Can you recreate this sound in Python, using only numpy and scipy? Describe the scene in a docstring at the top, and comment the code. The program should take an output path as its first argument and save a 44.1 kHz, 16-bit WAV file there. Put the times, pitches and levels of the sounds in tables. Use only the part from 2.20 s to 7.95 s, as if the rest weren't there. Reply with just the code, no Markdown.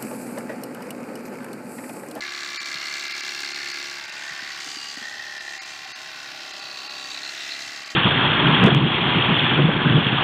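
"""Electric horse clippers buzz in an open yard: a crank throws the blade to and fro, clacking at each end.
Held clear beside the horse's neck, they then move behind the groom to the belly, where the coat slows
the motor. Each stroke through the coat brings up the blade and the rasp of its teeth, with snags, and
surges in thick tufts; now and then the ringing of the gear or case swells briefly.
Feet and hooves thud softly over a low bed of outdoor air."""
import sys
import numpy as np
from scipy import signal
from scipy.fft import rfft, irfft, next_fast_len
from scipy.io import wavfile
from scipy.ndimage import uniform_filter1d, map_coordinates

SR = 44100
rng = np.random.default_rng(int(sys.argv[2]) if len(sys.argv) > 2 else 0)


def put_to_file(sound):
    """Save the sound as 16-bit audio at rate SR, in the file named by the first command-line argument."""
    columns = np.atleast_2d(sound).T  # one column per channel
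    safe = np.clip(columns, -1, 1)
    whole_steps = np.round(safe * 32767)
    wavfile.write(sys.argv[1], SR, whole_steps.astype(np.int16))


N = 253575


def amp(db):
    """Decibels to gain."""
    return 10 ** (np.asarray(db) / 20)


def steady(x):
    """Ride the gain to hold rms 1 over about every fifth of a second."""
    power = uniform_filter1d(uniform_filter1d(x * x, size=SR // 8), size=SR // 8)
    return x / np.sqrt(np.abs(power) + 1e-20)


def automation(points):
    """Straight ramps through (t/s, value) points, one value per sample."""
    return np.interp(np.arange(N) / SR, *np.transpose(points))


def held(start, end, fade_s):
    """A gate open from start to end, each fade centred on its edge."""
    t = np.arange(N) / SR
    return np.clip(np.minimum(t - start, end - t) / fade_s + .5, 0, 1)


def wobble(per_s, count=4000):
    """Smooth random modulation with per_s knots a second."""
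    knots = rng.standard_normal(int(N * per_s / SR) + 4)
    at = np.linspace(0, N, count)
    return np.interp(np.arange(N), at, map_coordinates(knots, [at * per_s / SR]))


def eq(x, points):
    """Minimum-phase EQ through (f/Hz, level/dB) points."""
    size = 2 * next_fast_len(N // 2 + 8192)
    hz, db = np.transpose(points)
    gain = amp(np.interp(np.log(np.fft.rfftfreq(size, 1 / SR) + 1), np.log(hz), db))
    cepstrum = irfft(np.log(np.maximum(gain, 1e-6)))
    cepstrum[1:size // 2] *= 2  # folding the cepstrum makes the filter causal
    cepstrum[size // 2 + 1:] = 0
    return irfft(rfft(x, size) * np.exp(rfft(cepstrum)), size)[:N]


def resonate(x, hz, width_hz):
    """A resonant band whose centre may sweep, levelled to rms 1."""
    carrier = np.exp(2j * np.pi * np.cumsum(hz) / SR)
    narrow = signal.butter(2, width_hz / 2, fs=SR, output="sos")
    return steady((signal.sosfilt(narrow, x / carrier) * carrier).real)


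def impulses(times, sizes):
    """Clicks at times that may fall between samples."""
    at = np.clip(times * SR, 0, N)
    whole, part = at.astype(int), at % 1
    before = np.bincount(whole, sizes * (1 - part), N + 2)
    after = np.bincount(whole + 1, sizes * part, N + 2)
    return (before + after)[:N]


# Crank speed: t/s, speed/(turns per s)
CRANK_SPEED = [(0.0, 35.49), (0.7, 35.53), (1.7, 35.42), (2.1, 35.62), (2.35, 35.28), (2.6, 35.68),
               (2.85, 35.29), (3.1, 35.48), (3.4, 35.23), (3.65, 35.22), (3.9, 35.36), (4.1, 34.44),
               (4.35, 33.99), (4.6, 33.51), (4.85, 33.45), (5.1, 34.76), (5.35, 35.11), (5.75, 35.49)]
def load(free_hz=35.4, loaded_hz=33.5):
    """How hard the coat drags on the motor, 0-1, read from the sag in speed."""
    return np.clip((free_hz - automation(CRANK_SPEED)) / (free_hz - loaded_hz), 0, 1)


def crank(flutter_turns=.001, load_flutter_turns=.002):
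    """The crank's running count of turns; it flutters, more so under load."""
    flutter = (flutter_turns + load_flutter_turns * load()) * wobble(per_s=9)
    return np.cumsum(automation(CRANK_SPEED)) / SR + flutter


def contacts(turns, jitter_s, scatter_db, rebound_db, back_db=-3, lag_turns=.118, first_turn=.245):
    """Forward and back click trains: the blade hits its stop and rebounds, softer on the way back."""
    stops = np.arange(int(2 * turns[-1]) - 1) / 2 + first_turn
    chance = rng.standard_normal((len(stops), 4))
    t = np.arange(N) / SR
    hit_s = np.interp(stops, turns, t) + jitter_s * chance[:, 0]
    rebound_s = np.interp(stops + lag_turns, turns, t) + 2 * jitter_s * chance[:, 1]
    hit_gain = amp(scatter_db * chance[:, 2])
    rebound_gain = np.sqrt(hit_gain) * amp(rebound_db + scatter_db * chance[:, 3])
    return [impulses(hit_s[side::2], hit_gain[side::2])
            + amp(side * back_db) * impulses(rebound_s[side::2], rebound_gain[side::2])
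            for side in (0, 1)]


def decay(t60, yard_db, attack_s, yard_t60=0.25):
    """Envelope of one hit: the part's own ring, then a weak tail off horse, ground and rails."""
    t = np.arange(SR // 10) / SR
    attack = 1 - np.exp(-(t / attack_s) ** 2)
    return attack * np.hypot(amp(-60 * t / t60), amp(yard_db - 60 * t / yard_t60))


def buzz(sides, envelope, timbres=15):
    """Each direction rings alike turn after turn, crossfading to new timbres as the hand moves."""
    out = np.zeros(N + len(envelope))
    place = np.linspace(0, timbres - 1, N)
    for k in range(timbres):
        start, end = np.searchsorted(place, [k - 1, k + 1])
        crossfade = np.sqrt(np.clip(1 - np.abs(place[start:end] - k), 0, 1))
        for hits in sides:
            response = envelope * rng.standard_normal(len(envelope))
            rung = signal.fftconvolve(hits[start:end] * crossfade, response)
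            out[start:start + len(rung)] += rung
    return steady(out[:N])


def rasp(sides, envelope):
    """Every hit triggers a fresh burst of noise."""
    power = signal.oaconvolve(sum(sides) ** 2, envelope ** 2)[:N]
    return steady(np.sqrt(np.abs(power)) * rng.standard_normal(N))


def rattle(sides, envelope, rasp_db):
    """Pitched buzz layered with noisy rasp from the same hits."""
    return buzz(sides, envelope) + amp(rasp_db) * rasp(sides, envelope)


# How much of the sound comes from behind the groom: t/s, share/0-1
HIDDEN_SHARE = [(0, 0.14), (1.7, 0.12), (1.92, 0.56), (2.6, 0.36), (3.0, 0.82), (5.75, 0.58)]
def perspective(clear, hidden):
    """Equal-power crossfade between the clippers held clear and hidden behind the groom."""
    share = automation(HIDDEN_SHARE)
    return steady(np.sqrt(1 - share) * steady(clear) + np.sqrt(share) * steady(hidden))


# Resonances held clear, behind the groom and under load: f/Hz, width/Hz, level/dB re the clatter
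RINGS_CLEAR = [(1648, 138, -3.5), (2093, 200, -8.5), (2307, 50, -12), (4440, 420, -11.5), (5210, 86, -16),
               (5740, 86, -15.5)]
RINGS_HIDDEN = [(733, 174, -5.5), (1910, 80, -3.5), (2695, 80, -4.5), (6160, 125, -14)]
RINGS_LOADED = [(600, 16, -12), (820, 110, -25), (3010, 160, -11), (3880, 430, -9)]
# Brief swells of ringing in the gear or case: start/s, end/s, strength/0-1, f/Hz
RING_SWELLS = [(-.1, 0.08, 0.57, 2080), (0.53, 0.996, 0.19, 2100), (1.375, 1.46, 0.4, 1780),
               (1.76, 2.1, 0.27, 927), (1.852, 2.446, 0.27, 1040), (2, 2.367, 0.38, 1820),
               (2.784, 3.396, 0.83, 1858)]
# Strokes through the coat: start/s, end/s, pressure/0-1, case f/Hz, blade f/Hz
COAT_STROKES = [(0.162, 1.03, 0.11, 2380, 4360), (1.0, 1.742, 0.14, 2550, 4340),
                (2.31, 2.787, 0.32, 2870, 4670), (4.214, 4.938, 0.24, 2600, 4000),
                (4.923, 5.547, 0.13, 2700, 4000)]
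# Thick tufts that make the blade surge: start/s, end/s, strength/0-1, f/Hz
TUFTS = [(4.907, 4.99, 0.5, 4100), (5.012, 5.104, 0.6, 4200), (5.17, 5.44, 0.21, 3800),
         (5.305, 5.35, 0.76, 4130)]
# The steel sings one note: start/s, end/s, level/dB re the clatter, first f/Hz, last f/Hz, width/Hz
WHINES = [(-.1, .34, -6, 1705, 1705, 45), (.28, .52, -5, 2335, 2325, 55), (.7, 1.02, -9, 2330, 2335, 60),
          (1.2, 1.52, -7.5, 1680, 1770, 60), (4.38, 4.98, -1, 4480, 4570, 125)]
SWELL_FADE_S, PRESS_FADE_S, TUFT_FADE_S = 0.1, 0.26, 0.012
def ringing(strikes, low_hz, high_hz, swell_db=8, bite_db=10.5, tuft_db=7, bite_delay_s=0.19):
    """One part's resonances, low_hz to high_hz, brought up by position, load, coat and brief swells."""
    hidden = automation(HIDDEN_SHARE)
    states = [(RINGS_CLEAR, 1 - hidden), (RINGS_HIDDEN, hidden), (RINGS_LOADED, load())]
    modes = [(hz, width, amp(db) * share) for table, share in states for hz, width, db in table]
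    swell_width_hz, bite_width_hz, tuft_width_hz = 160, 270, 420
    for start, end, strength, hz in RING_SWELLS:
        modes.append((hz, swell_width_hz, amp(swell_db) * strength * held(start, end, SWELL_FADE_S)))
    for start, end, pressure, *pitches in COAT_STROKES:
        bite = amp(bite_db) * pressure * held(start + bite_delay_s, end, PRESS_FADE_S)
        modes += [(hz, bite_width_hz, bite) for hz in pitches]
    for start, end, strength, hz in TUFTS:
        modes.append((hz, tuft_width_hz, amp(tuft_db) * strength * held(start, end, TUFT_FADE_S)))
    tuning = 1 + .009 * wobble(per_s=7)  # the moving hand detunes the modes
    out = np.zeros(N)
    for start, end, db, first_hz, last_hz, width in WHINES:
        if low_hz <= first_hz < high_hz:
            glide = automation([(start, first_hz), (end, last_hz)])
            out += amp(db) * held(start, end, SWELL_FADE_S) * resonate(strikes, glide, width)
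    for hz, width, gain in modes:
        if low_hz <= hz < high_hz:
            out += gain * resonate(strikes, hz * tuning, width)
    return out


# Swings of the clatter as the clippers move, used about their mean: t/s, level/dB
CLATTER_SWINGS = [(0, -30.5), (.25, -30.5), (.65, -28.5), (1.55, -29), (1.87, -34), (2.13, -32),
                  (3.35, -34), (3.6, -36), (4.3, -35.5), (4.85, -33.5), (5.3, -30.5), (5.75, -36)]
def fader(base_db, follows, stroke_db, swell_db, load_db):
    """One part's level in dB: it follows the swings and shifts with pressure, ring swells and load."""
    level = automation(CLATTER_SWINGS)
    pressure, swell = effort(COAT_STROKES, PRESS_FADE_S), effort(RING_SWELLS, SWELL_FADE_S)
    shift_db = stroke_db * pressure + swell_db * swell + load_db * load()
    return base_db + follows * (level - level.mean()) + shift_db


def effort(events, fade_s):
    """Control curve: the summed strength of one kind of event."""
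    return sum(strength * held(start, end, fade_s) for start, end, strength, *_ in events)


# Tone of the gear, held clear and behind the groom: f/Hz, level/dB
GEAR_EQ_CLEAR = [(100, -42.5), (170, -11.5), (280, -11.5), (350, -7), (460, -13), (650, -12.5), (810, -9),
                 (950, -11.5), (1100, -3), (1250, -9), (1400, 3.5), (1800, -42)]
GEAR_EQ_HIDDEN = [(120, -37.5), (220, -28), (265, -14), (350, -4), (430, -3.5), (510, -17.5), (610, 1.5),
                  (700, 2), (790, 7), (920, -14.5), (1030, 4), (1200, -5), (1400, 3.5), (1800, -23.5)]
def gear(turns):
    """Low mids: the crank takes up its play with regular knocks, which roughen under load."""
    sides = contacts(turns, jitter_s=.00003, scatter_db=.8, rebound_db=-7)
    knocks = rattle(sides, decay(t60=.016, yard_db=-14, attack_s=.0012), rasp_db=-5.5 + load())
    strikes = rattle(sides, decay(t60=.004, yard_db=-14.5, attack_s=.0004), rasp_db=-3)
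    rings = ringing(strikes, low_hz=200, high_hz=1350)
    return steady(perspective(eq(knocks, GEAR_EQ_CLEAR), eq(knocks, GEAR_EQ_HIDDEN)) + rings)


# Tone of the case, held clear and behind the groom: f/Hz, level/dB
CASE_EQ_CLEAR = [(900, -43), (1350, 1), (1550, -18), (2000, 5), (2350, 0.5), (2520, -10.5), (2750, 2),
                 (3150, -14), (4200, -42.5)]
CASE_EQ_HIDDEN = [(900, -57.5), (1300, -12.5), (1480, 5), (1950, 4.5), (2200, -10.5), (2400, 5),
                  (2750, 0.5), (3250, -10.5), (4200, -58.5)]
def case(turns):
    """Mids: the case rings briefly after each hit, wetter with echoes behind the groom."""
    sides = contacts(turns, jitter_s=.00004, scatter_db=.9, rebound_db=0, back_db=-1)
    clear = rattle(sides, decay(t60=.021, yard_db=-19, attack_s=.0014), rasp_db=-3)
    hidden = rattle(sides, decay(t60=.025, yard_db=-13, attack_s=.001), rasp_db=-1.5)
    strikes = rattle(sides, decay(t60=.005, yard_db=-27, attack_s=.0005), rasp_db=-2)
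    rings = ringing(strikes, low_hz=1350, high_hz=3200)
    return steady(perspective(eq(clear, CASE_EQ_CLEAR), eq(hidden, CASE_EQ_HIDDEN)) + rings)


# Tone of the blade, held clear and behind the groom: f/Hz, level/dB
BLADE_EQ_CLEAR = [(300, -50), (2200, -15.5), (3150, -10.5), (3600, -2), (4300, -1), (4800, -3.5),
                  (5300, -7.5), (5800, -7), (6200, -43), (8000, -29)]
BLADE_EQ_HIDDEN = [(2200, -37.5), (3100, 5), (3500, 1), (3950, 4), (4500, 2.5), (4950, 3.5), (5700, -0.5),
                   (6200, -29), (8000, -38)]
def blade(turns):
    """Presence: sharp steel clacks, blurred by echoes behind the groom."""
    sides = contacts(turns, jitter_s=.00004, scatter_db=1.5, rebound_db=-2.5)
    sharp = decay(t60=.0052, yard_db=-25, attack_s=.0004)
    blurred = decay(t60=.014, yard_db=-14, attack_s=.001)
    clear = eq(rattle(sides, sharp, rasp_db=-0.5), BLADE_EQ_CLEAR)
    hidden = eq(rattle(sides, blurred, rasp_db=-0.5), BLADE_EQ_HIDDEN)
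    rings = ringing(rattle(sides, sharp, rasp_db=-5), low_hz=3200, high_hz=8000)
    return steady(perspective(clear, hidden) + rings)


# Tone of the teeth: f/Hz, level/dB
TEETH_EQ = [(4800, -65), (6000, 3.5), (7200, 0), (8300, -7.5), (9400, -16.5), (12000, -24.5), (15500, -42)]
def teeth(turns):
    """Top end: the teeth rasp, meeting more hair on some throws than on others."""
    bites = contacts(turns, jitter_s=.0001, scatter_db=1.7, rebound_db=-2)
    clear = rasp(bites, decay(t60=.0052, yard_db=-25, attack_s=.0004))
    hidden = rasp(bites, decay(t60=.02, yard_db=-10, attack_s=.0013))
    return steady(eq(perspective(clear, hidden), TEETH_EQ))


def tones(turns, orders, waver_db=0.35):
    """Harmonics locked to the crank, each wavering slightly in level."""
    out = np.zeros(N)
    for order, db in orders:
        gain = np.sqrt(2) * amp(db - waver_db * wobble(per_s=3.82))
        out += gain * np.sin(2 * np.pi * (order * turns + rng.random()))
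    return out


# Hum of the body, strongest while held clear: t/s, level/dB
HUM_FADER = [(0, -53.5), (1.5, -53.5), (1.77, -56), (1.88, -66), (3.3, -68), (5.0, -72), (5.75, -68)]
# Rough rumble under the hum: f/Hz, level/dB
RUMBLE_EQ = [(60, -30), (110, -15), (160, -4), (220, -14), (285, 3.5), (335, 2.5), (400, -14), (520, -34)]
# Partials of the hum, of what carries round the groom, and of the groan: f/crank speed, level/dB
HUM_PARTIALS = [(10, 0), (11, -11), (18, -12), (19, -13), (23, -6), (25, -11), (30, -3.5), (32, 1.5),
                (33, -4), (34, -7), (47, -1), (48, 2.5), (59, 2.5), (65, 0)]
HIDDEN_PARTIALS = [(10, -68), (18, -63), (19, -63), (22, -64), (30, -59), (31, -58)]
GROAN_PARTIALS = [(8, -61), (9, -65), (12, -66), (18, -57), (19, -61), (23, -62), (24, -60), (29, -62),
                  (30, -64), (32, -62), (34, -59)]
def hum(turns, rumble_db=-4):
    """The body hums over a rough rumble; load brings out a groan that sags with the speed."""
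    rumble = amp(rumble_db) * steady(eq(rng.standard_normal(N), RUMBLE_EQ))
    clear = amp(automation(HUM_FADER)) * (tones(turns, HUM_PARTIALS) + rumble)
    hidden = automation(HIDDEN_SHARE) * (1 - load()) * tones(turns, HIDDEN_PARTIALS)
    groan = np.sqrt(load()) * tones(turns, GROAN_PARTIALS)
    return clear + hidden + groan


# Tone of the open yard: f/Hz, level/dB
AIR_EQ = [(20, -4), (45, -13), (75, -5), (140, 0.5), (280, -2.5), (500, -7), (2000, -6), (15000, -32)]
def air(level_db=-56.0, swell_db=.8):
    """A low, nearly steady bed of outdoor air."""
    return amp(level_db + swell_db * wobble(per_s=5)) * steady(eq(rng.standard_normal(N), AIR_EQ))


# Catches of the blade: t/s, level/dB before trim
SNAGS = [(0.3592, -19), (0.5428, -18), (0.6556, -22), (0.725, -21), (0.8237, -24), (1.149, -16),
         (1.2047, -13), (1.2327, -19), (1.4572, -21), (1.597, -26), (4.4679, -32)]
# Tone of their clack: f/Hz, level/dB
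SNAG_EQ = [(800, -35), (2000, -10), (3200, -18), (4400, 8), (5400, -10), (7500, -6), (9500, -17),
           (15000, -22)]
def snags(trim_db=-9.0):
    """Now and then the blade catches and lets go with one harder clack."""
    times, db = np.transpose(SNAGS)
    clack = decay(t60=.009, yard_db=-25, attack_s=.0004)
    power = signal.oaconvolve(impulses(times, amp(db + trim_db) ** 2), clack ** 2)[:N]
    return np.sqrt(np.abs(power)) * steady(eq(rng.standard_normal(N), SNAG_EQ))


# Chirps: start/s, end/s, level/dB, f/Hz
CHIRPS = [(0.374, 0.406, -39, 2330), (0.374, 0.406, -39, 4550), (0.376, 0.407, -47, 7020),
          (3.37, 3.424, -46, 780), (3.386, 3.414, -39, 2140), (3.389, 3.414, -48, 6720),
          (3.657, 3.665, -36, 757), (3.723, 3.78, -52, 754), (3.724, 3.754, -46, 4460),
          (3.73, 3.758, -49, 6250), (4.39, 4.447, -44, 810), (4.652, 4.717, -48, 850),
          (4.766, 4.775, -40, 795)]
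def chirps(fade_s=0.0085, waver_hz=9):
    """Short, faint, unsteady sine chirps inside the buzz."""
    waver = waver_hz * wobble(per_s=60)
    out = np.zeros(N)
    for start, end, db, hz in CHIRPS:
        out += amp(db) * held(start, end, fade_s) * np.sin(2 * np.pi * np.cumsum(hz + waver) / SR)
    return out


# Brief thinnings of the sound: centre t/s, length/s, depth/0-1
DIPS = [(0.389, 0.029, .97), (0.441, 0.014, .7), (0.89, 0.014, .7), (0.934, 0.016, .75),
        (1.019, 0.016, .78), (1.337, 0.014, .7), (1.53, 0.014, .7), (1.869, 0.014, .65),
        (1.913, 0.014, .65), (2.764, 0.012, .65), (3.193, 0.014, .7), (3.399, 0.029, .97),
        (3.448, 0.012, .7), (3.664, 0.01, .6), (3.739, 0.028, .95), (4.325, 0.014, .75), (4.41, 0.012, .6),
        (4.687, 0.016, .72), (5.648, 0.014, .65), (5.691, 0.014, .65)]
# Bands that stay through a dip: low f/Hz, high f/Hz
DIP_BANDS = [(1080, 2950), (3850, 5200)]
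def thinned(x):
    """Bass and treble duck for an instant, leaving a hollow middle."""
    filters = [signal.butter(5, band, "bandpass", fs=SR, output="sos") for band in DIP_BANDS]
    middle = sum(signal.sosfiltfilt(sos, x) for sos in filters)
    duck = sum(depth * held(s - length / 2, s + length / 2, fade_s=.005) for s, length, depth in DIPS)
    return x - duck * (x - middle)


# Feet and hooves on the ground: t/s, level/dB before trim, f/Hz, t60/s, scuff share/0-1
FOOTFALLS = [(0.549, -36, 175, 0.045, .15), (2.108, -43.5, 137, 0.09, .3), (2.217, -42, 242, 0.05, .7),
             (2.46, -48, 270, 0.22, .95), (2.564, -41.5, 297, 0.098, .05), (2.77, -29, 280, 0.04, .15),
             (2.814, -35.5, 220, 0.047, .15), (5.465, -53, 112, 0.13, .4)]
def footfalls(attack_s=.0046, trim_db=6):
    """Each footfall is a dull, quickly damped thump with a low scuff."""
    t = np.arange(SR // 4) / SR
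    attack = 1 - np.exp(-(t / attack_s) ** 2)
    out = np.zeros(N + SR)
    for start, db, hz, t60, share in FOOTFALLS:
        scuff_eq = [(40, -30), (hz / 2, -6), (hz, 0), (2 * hz, -10), (3000, -50)]
        scuff = np.sqrt(share / 2) * steady(eq(rng.standard_normal(N), scuff_eq))[SR:SR + len(t)]
        thump = np.sqrt(1 - share) * np.sin(2 * np.pi * hz * t)
        envelope = attack * amp(db + trim_db - 60 * t / t60)
        out[round(start * SR):][:len(t)] += envelope * (thump + scuff)
    return out[:N]


def scene():
    """The mono mix. One crank drives every part; pressure favours blade and teeth over the case."""
    turns = crank()
    gear_db = fader(base_db=-46.5, follows=0.087, stroke_db=1.5, swell_db=0.1, load_db=0.5)
    case_db = fader(base_db=-37.5, follows=0.91, stroke_db=-4.2, swell_db=2.5, load_db=-0.5)
    blade_db = fader(base_db=-38.5, follows=0.87, stroke_db=5.5, swell_db=-1.4, load_db=1.2)
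    teeth_db = fader(base_db=-48.0, follows=0.69, stroke_db=12.0, swell_db=-1.0, load_db=-4.5)
    body = amp(gear_db) * gear(turns) + amp(case_db) * case(turns) + hum(turns)
    blade_db += 1.5 * effort(TUFTS, TUFT_FADE_S)  # surges in thick tufts
    teeth_db += 1.45 * wobble(per_s=12)  # the treble rasp wavers slightly in level, at random
    steel = amp(blade_db) * blade(turns) + amp(teeth_db) * teeth(turns) + snags()
    return (thinned(body + steel + air()) + footfalls() + chirps())[None]


def record(dry, bass_hz=65, top_hz=15600):
    """Master EQ: roll off the deep bass and cut everything above top_hz."""
    low_cut = signal.sosfilt(signal.butter(3, bass_hz, "highpass", fs=SR, output="sos"), dry)
    size = next_fast_len(N + 8192)
    passband = np.fft.rfftfreq(size, 1 / SR) < top_hz
    return irfft(rfft(low_cut, size) * passband, size)[..., :N]


dry = scene()
out = record(dry)
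put_to_file(out)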